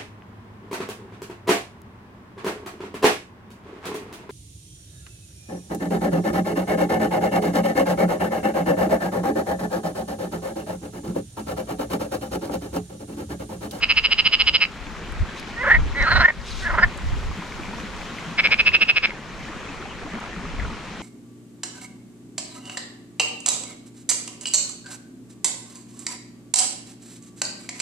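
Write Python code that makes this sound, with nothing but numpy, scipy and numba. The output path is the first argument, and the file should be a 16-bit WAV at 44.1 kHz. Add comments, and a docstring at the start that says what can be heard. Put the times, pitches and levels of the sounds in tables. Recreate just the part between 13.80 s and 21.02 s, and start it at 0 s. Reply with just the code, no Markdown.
"""Beside a shallow stream that runs over stones under an earth bank, marsh frogs call.
Two bouts of sharp chirps, each a quick run of clicks into the vocal sacs, frame three rattling croaks
made of pulse trains that ring sacs and throat. The water is banded noise, ringing bubbles, fizz and drops;
faint gliding peeps, perhaps a far bird, come late, and gusts of low noise thump on the microphone."""
import sys
import numpy as np
from scipy import signal
from scipy.fft import rfft, irfft, next_fast_len
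from scipy.io import wavfile
from scipy.ndimage import uniform_filter1d, minimum_filter1d
from numba import njit

SR = 44100
rng = np.random.default_rng(int(sys.argv[2]) if len(sys.argv) > 2 else 0)


def to_wav(s):
    """Save 16-bit WAV."""
    ch = np.atleast_2d(s).T  # columns
    pcm = np.round(np.clip(ch, -1, 1) * 32767)  # PCM
    wavfile.write(sys.argv[1], SR, pcm.astype(np.int16))


N = 318402
TIME = np.arange(N) / SR

# the stream's flow; the rush follows its rise and fall about the median:
# (time [s], rush [dB], spray before trim [dB])
FLOW = [(0.0, -46, -54), (.7, -45, -53), (1.4, -43, -53.5), (2.4, -39, -53), (3.3, -42, -49),
        (4.4, -39.5, -50), (5.1, -39.5, -51.5), (6.2, -42, -56.5), (7.22, -40, -55)]
RUSH_DB = -35.5   # rush and bubbles at median flow, before their own trims
# colour of the rush: (frequency [Hz], density [dB per Hz])
RUSH_COLOUR = [(35, -36), (60, -7.5), (118, -4.5), (206, 2.5), (272, -4.5), (453, -8), (657, -11),
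               (976, -9.5), (1070, -7), (1630, -11), (1910, -9), (4850, -22.5), (7540, -23), (12600, -46.5),
               (15500, -55.5)]
# colour of the spray: (frequency [Hz], density [dB per Hz])
SPRAY_COLOUR = [(2000, -6.5), (3500, 6.5), (5000, 2.5), (7500, -0.5), (8400, -9.5), (9300, -8),
                (10200, -11.5), (12500, -13.5), (15500, -36.5)]
# stereo width of the rush: (frequency [Hz], side against mid [dB])
WIDTH = [(60, -15.5), (110, -29.5), (200, -21), (380, -11.5), (700, -9), (1290, -12.5), (2380, -9),
         (4400, -4.5), (8120, -2.5), (15000, 19.5)]
# colour of the wind: (frequency [Hz], density [dB per Hz])
WIND_COLOUR = [(12, -15.5), (20, 6), (50, 7), (90, -1), (225, -18.5), (264, -43), (296, -23), (323, -35.5),
               (400, -44.5), (880, -120)]
# gusts on the microphone: (centre time [s], length [s], level before trim [dB])
GUSTS = [(0.14, 0.24, -45), (0.653, 0.16, -41), (1.344, 0.12, -38), (1.419, 0.043, -20),
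         (1.988, 0.11, -18.5), (2.078, 0.11, -31.5), (2.222, 0.042, -21), (2.373, 0.12, -21.5),
         (2.588, 0.038, -30), (2.785, 0.29, -34.5), (2.938, 0.065, -27), (3.053, 0.051, -23),
         (3.308, 0.17, -25.5), (3.48, 0.12, -30), (4.897, 0.14, -40.5), (6.82, 0.14, -30)]
# the light air between gusts, before trim
BREEZE_DB, BREEZE_SWING_DB, BREEZE_SWINGS_PER_S = -45, 2.5, 5.4

# chirps of the first frog: (time of the main click [s], last click spacing [s],
# level of the fifth-last click [dB], wait for the closing click [s], closing level [dB]);
# levels are against the main click, before the effort
FIRST_CHIRPS = [(.0423, .0051, -10, .012, -14), (.1136, .00495, -6, .0087, -5),
                (.1874, .0049, -6, .0076, -7), (.2598, .0052, -8, .0096, -9),
                (.3323, .00515, -7, .0104, -14), (.3995, .0048, -9, .0065, -3),
                (.4746, .0054, -5.5, .0114, -13), (.5439, .00505, -7, .0073, -2),
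                (.6133, .00495, -8, .0062, -2), (.6873, .005, -8, .0065, -2),
                (.7604, .00515, -7, .0074, -4), (.8325, .0048, -3.5, .0062, -2)]
# chirps of the second frog: (time of the main click [s], last click spacing [s],
# level of the fifth-last click [dB], wait for the closing click [s], closing level [dB])
SECOND_CHIRPS = [(4.6005, .0039, -5, .0053, -2), (4.6627, .00475, -4, .0086, -3),
                 (4.7339, .00465, -5, .0079, -1), (4.8055, .00435, -9, .0052, -2),
                 (4.8801, .00485, -7.5, .0095, -6), (4.9557, .0049, -7.5, .0086, -5),
                 (5.0264, .00465, -10, .0062, -3), (5.1026, .00485, -9, .0081, -4),
                 (5.176, .0047, -10, .0059, -1), (5.2558, .00525, -5, .0162, -16)]
# lone clicks that end each bout: (time [s], level against a main click before the effort [dB])
FIRST_END = [(0.852, -9)]
SECOND_END = [(5.295, -19), (5.306, -16)]
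# the sacs tighten through a bout and slacken at its end:
# (time [s], sac pitch [Hz], bandwidth [Hz], effort [dB])
FIRST_SAC = [(.04, 2630, 470, -1.5), (.26, 2830, 337, -0.5), (.47, 2895, 280, 0.5), (.62, 2915, 268, 0),
             (.76, 2930, 292, 1.5), (.83, 2580, 573, -1), (.85, 2380, 500, 1.5)]
SECOND_SAC = [(4.6, 2240, 210, -1), (4.66, 2340, 220, -1), (4.73, 2390, 190, 0.5), (4.86, 2586, 130, 1.5),
              (5.03, 2640, 125, 3), (5.1, 2640, 130, 2.5), (5.18, 2520, 200, 2.5), (5.26, 2360, 280, 2.5),
              (5.31, 2100, 170, 2.5)]
# other resonances of the chirping frogs: (frequency [Hz], bandwidth [Hz], level against the sac [dB])
FIRST_BODY = [(1365, 92, -33), (2055, 280, -19.5), (2590, 1030, -6), (3080, 415, -5), (3900, 110, -26),
              (4450, 140, -30.5), (4912, 126, -12.5), (5064, 185, -11)]
SECOND_BODY = [(697, 86, -27), (1260, 1100, -26.5), (1800, 630, -6.5), (2050, 210, -11.5),
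               (2460, 560, -26.5), (4570, 460, -19), (5144, 170, -4.5)]
RING_S, CHOKE_S = 0.0055, 0.0011   # latest middle of the choke after a click, and the choke's length
FAINTEST_CLICK_DB = -24            # floor of the early clicks, before scatter and effort
TAUT_BRIGHT_DB_PER_HZ = 0.0076     # tighter sacs sound brighter
EARLY_BRIGHT_DB = 1.03             # per click: the early clicks of a chirp carry more treble

# wavelets that break on the stones: (centre time [s], length [s], level [dB])
SPLASHES = [(1.045, 0.041, -55), (1.18, .03, -58), (1.585, 0.055, -43), (1.69, .05, -46),
            (2.685, 0.063, -40.5), (2.75, 0.21, -40.5), (2.82, .12, -42)]
# colour of a splash: (frequency [Hz], density [dB per Hz])
SPLASH_COLOUR = [(800, -25), (2500, -0.5), (3800, 4.5), (5500, -2), (7600, -4.5), (9000, -7), (12000, -15),
                 (15000, -28)]
# drops that spit off the riffle: (time [s], peak before trim [dB], pitch [Hz])
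DROPS = [(1.3224, -39, 9100), (1.596, -29, 4600), (1.598, -37, 9300), (2.224, -25, 5160),
         (2.614, -31, 4760), (2.707, -23, 4900), (2.715, -20, 4200), (2.721, -25, 3405),
         (3.1747, -33, 7300), (4.1894, -37, 4620), (4.408, -35, 4400), (4.719, -27, 5070),
         (6.4014, -36, 6960), (6.797, -20, 1800)]

# three croaks, each one train of pulses that surges with every push of air:
# (time [s], rate [pulses per s], level before trim [dB])
CROAKS = [
    [(1.76, 450, -44), (1.778, 466, -36.5), (1.815, 503, -26.5), (1.828, 510, -29), (1.838, 610, -25.5),
     (1.845, 470, -24), (1.857, 427, -27), (1.866, 550, -22), (1.877, 560, -19.5), (1.884, 345, -19),
     (1.893, 345, -21.5), (1.905, 397, -16.5), (1.917, 480, -9), (1.924, 430, -13), (1.931, 374, -19),
     (1.939, 303, -17.5), (1.95, 390, -9.5), (1.957, 310, -17.5), (1.97, 310, -23.5), (1.98, 330, -38)],
    [(2.148, 272, -35), (2.178, 285, -23.5), (2.198, 280, -23), (2.213, 237, -21.5), (2.235, 304, -22.5),
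     (2.254, 220, -26), (2.274, 355, -21.5), (2.286, 270, -18.5), (2.296, 270, -26.5), (2.32, 335, -16),
     (2.331, 385, -20), (2.348, 300, -27.5), (2.363, 375, -16), (2.376, 295, -18.5), (2.39, 278, -28),
     (2.408, 377, -15.5), (2.43, 294, -21), (2.445, 362, -17), (2.457, 360, -6), (2.472, 270, -32),
     (2.486, 323, -10.5), (2.499, 286, -22), (2.505, 400, -15.5), (2.516, 230, -49)],
    [(2.82, 380, -36), (2.844, 385, -31), (2.857, 330, -26.5), (2.871, 350, -21.5), (2.888, 280, -32),
     (2.905, 364, -22.5), (2.915, 320, -27), (2.925, 250, -35), (2.937, 310, -28), (2.945, 340, -23),
     (2.955, 290, -24), (2.968, 217, -37), (2.98, 304, -22), (2.988, 356, -15.5), (2.997, 320, -21),
     (3.013, 245, -34), (3.026, 345, -19.5), (3.035, 370, -10.5), (3.046, 340, -17), (3.058, 285, -39)],
]
# the sacs slacken in the middle of each croak and fill again:
# (time [s], sac pitch [Hz], bandwidth [Hz], throat level [dB])
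CROAK_SACS = [
    [(1.78, 1800, 160, 2), (1.82, 1968, 160, 2), (1.85, 1388, 300, 0), (1.88, 1630, 300, 1.5),
     (1.915, 1808, 101, -6), (1.95, 2007, 110, -6.5)],
    [(2.16, 2000, 120, -10), (2.205, 2090, 120, -9.5), (2.235, 1844, 220, -2), (2.26, 1400, 129, -4),
     (2.285, 1380, 150, -6), (2.305, 1674, 200, -10), (2.33, 1450, 280, -1), (2.37, 1403, 330, 2),
     (2.415, 1414, 250, 2), (2.447, 1814, 110, -3.5), (2.49, 1990, 110, -2)],
    [(2.83, 1598, 160, -1), (2.87, 1730, 120, -3), (2.905, 1390, 280, 1), (2.945, 1000, 380, 1),
     (2.99, 1430, 280, 0), (3.036, 1780, 160, -1)],
]
# throat of the croaking frog: (frequency [Hz], bandwidth [Hz], level against the sac before throat level [dB])
THROAT = [(580, 165, -10), (1017, 190, -10.5), (1452, 57, -17), (1890, 50, -17), (2160, 480, -39),
          (2780, 600, -21.5)]
# thin upper resonances that swell and glide over the croaks:
# (bandwidth [Hz], glide of (time [s], frequency [Hz], level against the voice [dB]))
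OVERTONES = [(330, [(2.15, 3930, -25), (2.235, 3950, -16), (2.29, 4230, -17), (2.32, 4100, -10),
             (2.365, 4000, -10), (2.42, 4100, -14), (2.44, 4100, -45)]), (120, [(2.33, 5500, -40),
             (2.36, 5350, -28), (2.41, 5140, -25), (2.45, 5000, -36), (2.5, 4850, -33)]),
             (100, [(2.99, 4920, -36), (3.015, 4990, -14), (3.035, 4930, -22), (3.05, 4830, -30)])]
# added unevenness of the pulse rate while the sacs are slack, one per croak: (share of the rate [1])
SLACK_JITTERS = [.028, .045, .012]
# rasp while the sacs are slack, one per croak: (level against the voice [dB])
SLACK_RASPS_DB = [-21, -17, -23.5]
TAUT_RASP_DB = -22
TAUT_HZ, SLACK_HZ = 1696, 1670             # taut sacs sound pure, slack ones rough
RASP_HZ, RASP_WIDTH_HZ = 2720, 630         # the edge of each pulse
TAUT_FLUTTER, SLACK_FLUTTER = .015, .028   # turbulence that trails each pulse

# glugs and plops: (time [s], peak before trim [dB], starting pitch [Hz])
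GURGLES = [(3.513, -25, 1120), (3.58, -30.5, 172), (3.621, -28.5, 980), (3.722, -25.5, 2200),
           (3.834, -24.5, 2360), (3.88, -27.5, 198), (3.934, -27.5, 940), (4.031, -28, 200),
           (4.385, -21.5, 2050), (4.468, -29, 162), (4.918, -19, 2060), (5.69, -30.5, 317),
           (5.941, -31, 980), (6.0, -31, 362), (6.025, -29, 1400), (6.055, -27.5, 775), (6.276, -32, 666),
           (6.561, -27, 174), (6.563, -27, 1270), (6.659, -30, 167), (6.849, -22.5, 1380),
           (7.105, -31, 185)]
# faint peeps, perhaps a far bird:
# (centre time [s], length at half height [s], peak [dB], centre pitch [Hz], glide [Hz per s])
PEEPS = [(5.855, .025, -48, 3320, 5996), (5.892, 0.011, -35.5, 2600, 0), (6.112, 0.027, -40, 2890, -12000)]
# echoes off water, stones and bank: (delay [s], level [dB])
ECHOES = [(.0023, -14.5), (.0038, -21.5), (.0093, -24)]


def from_db(db):
    """Decibels to gain."""
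    return 10 ** (np.asarray(db) / 20)


def rms_one(x):
    """Scale to unit power."""
    return x / np.sqrt(np.mean(x ** 2) + 1e-20)


def in_time(rows):
    """The columns of a curve at every sample."""
    s, *columns = np.transpose(rows)
    return [np.interp(TIME, s, c) for c in columns]


def at_hz(points, hz):
    """Read a spectrum on a log-frequency axis."""
    f, values = np.transpose(points)
    return np.interp(np.log(hz + 1e-3), np.log(f + 1e-3), values)


def drift(rate):
    """Slow chance with spread 1, at about this many swings per second."""
    knots = rng.standard_normal(int(N / SR * rate * 2) + 2)
    return rms_one(np.interp(TIME * rate * 2, np.arange(len(knots)), knots))


def cut(x, hz, kind, order=2):
    """Butterworth filter."""
    sos = signal.butter(order, np.minimum(hz, .45 * SR), kind, fs=SR, output="sos")
    return signal.sosfilt(sos, x)


def coloured(x, spectrum):
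    """Give a noise a spectrum; rms 1."""
    size = next_fast_len(N)
    gain = from_db(at_hz(spectrum, np.fft.rfftfreq(size, 1 / SR)))
    return rms_one(irfft(rfft(x, size) * gain, size)[..., :N])


def add(track, s, sound):
    """Mix a sound into a track from time s on."""
    at = round(s * SR)
    part = sound[max(-at, 0):N - at]
    track[max(at, 0):max(at, 0) + len(part)] += part


def swells(rows):
    """Gain of bell-shaped swells, given as (centre time [s], length [s], level [dB])."""
    return sum(from_db(db) * np.exp(-(2 * (TIME - s) / length) ** 2) for s, length, db in rows)


def ring(clicks, hz, width_hz):
    """A resonance: a unit click starts a dying wave of height 1."""
    r, w = np.exp(-np.pi * abs(width_hz) / SR), 2 * np.pi * hz / SR
    return signal.lfilter([.5, 0, -.5], [1, -2 * r * np.cos(w), r * r], clicks + 1e-18)


@njit
def gliding_ring(clicks, hz, width_hz):
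    """A resonance whose pitch and width move from sample to sample."""
    out, state = np.zeros(len(clicks)), 0j
    for i in range(len(clicks)):
        state = state * np.exp(np.pi * (2j * hz[i] - abs(width_hz[i])) / SR) + clicks[i]
        out[i] = state.real
    return out


def evened(x, size=260):
    """Hold a pulsed sound near rms 1 over a few pulses."""
    power = uniform_filter1d(uniform_filter1d(x ** 2, size=size), size=size)
    return x / np.sqrt(np.abs(power) + 1e-6)


def rush(patchy_db=1.3, count=20):
    """Countless far bubbles merge into bands of noise that flicker each on its own."""
    out, edges = 0, np.geomspace(90, 15500, count + 1)
    white = rng.standard_normal((2, 2, N))
    for k, (low, high) in enumerate(zip(edges, edges[1:])):
        mid, side = cut(white[k % 2], [low, high], "band")
        hz = np.sqrt(low * high)
        gain = from_db(at_hz(RUSH_COLOUR, hz) + patchy_db * drift(14))
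        out = out + gain * (mid + from_db(at_hz(WIDTH, hz)) * side * [[1], [-1]])
    return out / np.std(out.mean(axis=0))


def bubbles(low_hz=170, high_hz=3200, cycles=20, rise=.1, spread_db=2.7, swell_db=2.6, count=2800):
    """Near bubbles ring for some cycles and rise in pitch as they reach the surface; they come in swells."""
    out = np.zeros((2, N))
    for when, size, strength, where in rng.random((count, 4)):
        hz = low_hz * (high_hz / low_hz) ** np.sqrt(size)
        age = np.arange(0, 1, hz / (cycles * SR))   # 0 at birth, 1 when 60 dB down
        level_db = spread_db * min(-np.log(strength + 1e-9), 4) + at_hz(RUSH_COLOUR, hz)
        height = from_db(level_db) * np.sqrt(hz)
        wave = height * from_db(-60 * age) * np.sin(2 * np.pi * cycles * age * (1 + rise * age))
        add(out[0], when * N / SR + (where - .5) * 0.00037, wave)   # a small lag sets its place
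        add(out[1], when * N / SR, wave)
    return rms_one(out * from_db(swell_db * drift(5)))


def spray(per_s, grain_db, hiss):
    """Tiny bursting bubbles fizz over the riffle: random grains and hiss, partly shared between sides."""
    sizes = from_db(grain_db * np.minimum(rng.exponential(1, (2, N)), 4))
    grains = (rng.random((2, N)) < per_s / SR) * sizes
    fizz = rms_one(grains * rng.choice([-1, 1], (2, N))) + hiss * rng.standard_normal((2, N))
    return coloured(fizz + 0.34 * fizz[::-1], SPRAY_COLOUR)


def stream(rush_db=-1.5, bubble_db=-5, spray_db=-1, surge=0.7, spray_swing_db=1.0):
    """Rush and bubbles swell together with the flow; spray and splashes come and go above them."""
    flow_db, fizz_db = in_time(FLOW)
    water = from_db(rush_db) * rush() + from_db(bubble_db) * bubbles()
    water = cut(water, 6170, "low") * from_db(RUSH_DB + surge * (flow_db - np.median(flow_db)))
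    fizz_gain = from_db(fizz_db + spray_db + spray_swing_db * drift(9))
    fizz = fizz_gain * spray(per_s=1500, grain_db=4.0, hiss=1.0)
    return water + fizz + splashes() + drops() + gurgles()


def wind(shared=.08, pan_db=1.0, level_db=2.2):
    """Eddies buffet each port, partly on their own; gusts swell and die over a restless breeze."""
    eddies = rng.standard_normal((2, N))
    rumble = cut(coloured(eddies + shared * eddies[::-1], WIND_COLOUR), 550, "low", order=4)
    power = uniform_filter1d(np.mean(rumble ** 2, axis=0), size=4000)
    steady = rumble / np.sqrt(np.abs(power) + 1e-9)
    breeze = from_db(BREEZE_DB + BREEZE_SWING_DB * drift(BREEZE_SWINGS_PER_S))
    return steady * (breeze + swells(GUSTS)) * from_db(level_db) * from_db([[pan_db], [0]])


def chirps(notes, ends, sac, body, tighten, top_hz, swell, count=9):
    """Clicks that swell and slow down, then a late closing click, ring a sac that is choked each time."""
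    out, unit = np.zeros(N), signal.unit_impulse(SR // 100)
    back = np.arange(count)   # clicks counted back from the main one
    age = TIME[:len(unit)]
    # neighbouring modes swing against each other, so a click takes a cycle or two to build up
    modes = np.array([(-1) ** k * from_db(db) * ring(unit, hz, w) for k, (hz, w, db) in enumerate(body)])
    high = np.array(body)[:, 0] > 4300
    low_modes, high_modes = modes[~high].sum(axis=0), modes[high].sum(axis=0)
    sac_s, sac_hz, sac_width, effort_db = np.transpose(sac)

    clicks = [(s, db, 0, RING_S) for s, db in ends]
    for s, spacing, lead_db, wait, closing_db in notes:
        gaps = spacing * (1 + back) ** -tighten * rng.normal(1, .012, count)
        levels = np.maximum(lead_db * (back / 4) ** swell, FAINTEST_CLICK_DB) + rng.normal(0, .5, count)
        times = s - np.cumsum(gaps) + gaps
        clicks += [*zip(times, levels, back, [wait, *gaps])]
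        clicks.append((s + wait, closing_db, 0, RING_S))

    for s, db, early, until_next in clicks:
        hz = np.interp(s, sac_s, sac_hz) * rng.normal(1, .008)
        still_open = np.clip((min(until_next, RING_S) - age) / CHOKE_S + .5, 0, 1)
        choke = np.sin(np.pi / 2 * still_open) ** 2
        treble_db = EARLY_BRIGHT_DB * (early - 5.5) + TAUT_BRIGHT_DB_PER_HZ * (hz - sac_hz.mean())
        sac_ring = ring(unit, hz, np.interp(s, sac_s, sac_width))
        click = choke * (sac_ring + low_modes + from_db(treble_db) * high_modes)
        add(out, s, from_db(db + np.interp(s, sac_s, effort_db)) * click)
    return cut(cut(out, top_hz, "low", order=18), 190, "high")


def splashes(per_s=650, grain_db=3.0, cycles=12, count=16):
    """Wavelets break on the stones into a shower of tiny bubbles that ring at a spread of pitches."""
    shower = 0
    for hz in np.geomspace(2500, 12500, count):
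        born = rng.random(N) < per_s / SR
        sizes = np.zeros(N)
        sizes[born] = from_db(grain_db * np.minimum(rng.exponential(1, born.sum()), 3))
        side_gains = from_db(rng.normal(0, 4.7, (2, 1)))
        shower = shower + ring(sizes, hz, hz / cycles) * side_gains
    return coloured(shower, SPLASH_COLOUR) * swells(SPLASHES)


def drops(width_share=0.31, level_db=-2):
    """Single droplets tick on the surface: a noise burst rings twice around each one's own pitch."""
    out, t = np.zeros(N), TIME[:SR // 20]
    for s, peak_db, hz in DROPS:
        burst = rng.standard_normal(len(t)) * np.exp(-t / .002)
        tick = ring(ring(burst, hz, width_share * hz), hz, width_share * hz)
        add(out, s, from_db(peak_db + level_db) * tick / np.abs(tick).max())
    return out


def croak(curve, sac, slack_jitter, slack_rasp_db, jitter=0.0069, shimmer=0.28, top_hz=2170):
    """Pulses ring the sacs and throat: pure while the sacs are taut, rattling and raspy while slack."""
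    s, rates, levels_db = np.transpose(curve)
    t = np.arange(s[0], s[-1], 1 / SR)
    sac_s, *columns = np.transpose(sac)
    sac_hz, sac_width, throat_db = (np.interp(t, sac_s, c) for c in columns)
    slack = np.clip((TAUT_HZ - sac_hz) / (TAUT_HZ - SLACK_HZ), 0, 1)   # 0 taut, 1 slack

    unevenness = (jitter + slack_jitter * slack) * drift(150)[:len(t)]
    cycles = np.cumsum(np.interp(t, s, rates) * (1 + unevenness)) / SR
    pulses = np.diff(np.floor(cycles), prepend=-1) * (1 + shimmer * rng.standard_normal(N)[:len(t)])
    turbulence = signal.lfilter([1], [1, -.97], pulses) * rng.standard_normal(N)[:len(t)]
    pulses = pulses + (TAUT_FLUTTER + slack * (SLACK_FLUTTER - TAUT_FLUTTER)) * turbulence

    throat = sum(from_db(db) * ring(pulses, hz, w) for hz, w, db in THROAT)
    voice = gliding_ring(pulses, sac_hz, sac_width) + from_db(throat_db) * throat
    voice = cut(cut(voice, top_hz, "low", order=16), 545, "high", order=7)
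    rasp = ring(pulses, RASP_HZ, RASP_WIDTH_HZ)
    rasp = cut(cut(rasp, 2200, "high", order=8), 5500, "low", order=4)
    rasp_db = TAUT_RASP_DB + slack * (slack_rasp_db - TAUT_RASP_DB)
    out = evened(voice) + from_db(rasp_db) * evened(rasp)

    for width_hz, glide in OVERTONES:
        when, hz, db = np.transpose(glide)
        hz, width = np.interp(t, when, hz), np.full(len(t), width_hz)
        overtone = gliding_ring(gliding_ring(pulses, hz, width), hz, width)
        gain = from_db(np.interp(t, when, db, left=-np.inf, right=-np.inf))   # silent outside its glide
        out = out + gain * evened(overtone)
    track = np.zeros(N)
    add(track, s[0], out * from_db(np.interp(t, s, levels_db)))
    return track


def gurgles(cycles=22, rise=0.043, level_db=-2.0):
    """Air pockets glug and plop under the standing wave, rising a little in pitch."""
    out = np.zeros(N)
    for s, peak_db, hz in GURGLES:
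        age = np.arange(0, 1, hz / (cycles * SR))
        swell = (1 - np.exp(-15 * age)) * from_db(-60 * age)
        wave = np.sin(2 * np.pi * cycles * age * (1 + rise * age))
        add(out, s, from_db(peak_db + level_db) * swell / swell.max() * wave)
    return out


def peeps():
    """Short gliding whistles that barely rise out of the rush."""
    out = np.zeros(N)
    for s, length, peak_db, hz, glide in PEEPS:
        t = np.arange(-length, length, 1 / SR)
        whistle = np.sin(2 * np.pi * (hz + glide * t / 2) * t)
        add(out, s - length, from_db(peak_db) * np.hanning(len(t)) * whistle)
    return out


def placed(x, lag_ms, pan_db):
    """A source on the right reaches the left port later and weaker."""
    left = np.interp(TIME - lag_ms / 1000, TIME, x) * from_db(-pan_db / 2)
    return np.array([left, x * from_db(pan_db / 2)])


def banks(x, tail_db, t60):
    """A few short echoes and a faint scatter from the bushes, which dies 60 dB in t60 seconds."""
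    t = TIME[:SR // 2]
    scatter = rng.standard_normal((2, len(t))) * from_db(-60 * t / t60)
    scatter = scatter / np.sqrt(np.sum(scatter ** 2) / 2)
    echoes = 0
    for delay, db in ECHOES:
        echoes = echoes + from_db(db) * np.array([np.interp(TIME - delay, TIME, side, left=0) for side in x])
    return x + echoes + from_db(tail_db) * signal.fftconvolve(x, scatter, axes=1)[:, :N]


def scene():
    """Three frogs a little to the right, the stream all around and louder on the left, wind at the microphone."""
    first = chirps(FIRST_CHIRPS, FIRST_END, FIRST_SAC, FIRST_BODY, tighten=0.21, top_hz=5060, swell=2.3)
    second = chirps(SECOND_CHIRPS, SECOND_END, SECOND_SAC, SECOND_BODY, tighten=.19, top_hz=4820, swell=2.2)
    chirpers = placed(from_db(2.0) * first, lag_ms=0.057, pan_db=1.1)
    chirpers = chirpers + placed(from_db(-1) * second, lag_ms=0.071, pan_db=1.0)
    calls = zip(CROAKS, CROAK_SACS, SLACK_JITTERS, SLACK_RASPS_DB)
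    croaks = from_db(2.0) * sum(croak(*call) for call in calls)
    croaker = placed(croaks, lag_ms=0.074, pan_db=2.15)
    frogs = banks(chirpers, tail_db=-12, t60=0.15) + banks(croaker, tail_db=-12.0, t60=0.077)
    return frogs + peeps() + stream() * from_db([[.7], [-.7]]) + wind()


def record(dry, release_db_per_s=9, ceiling_db=-1.7, stop_hz=16300):
    """A limiter ducks ahead of each peak and recovers slowly, so the stream sinks behind the calls; top cut."""
    over_db = np.maximum(20 * np.log10(np.abs(dry).max(axis=0) + 1e-9) - ceiling_db, 0)
    held_db = np.maximum.accumulate(over_db + release_db_per_s * TIME) - release_db_per_s * TIME
    gain_db = uniform_filter1d(minimum_filter1d(-held_db, size=180), size=180)
    top_cut = signal.cheby2(14, 70, stop_hz, fs=SR, output="sos")   # 70 dB down from stop_hz up
    return signal.sosfilt(top_cut, dry * from_db(gain_db))


dry = scene()
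out = record(dry)
to_wav(out)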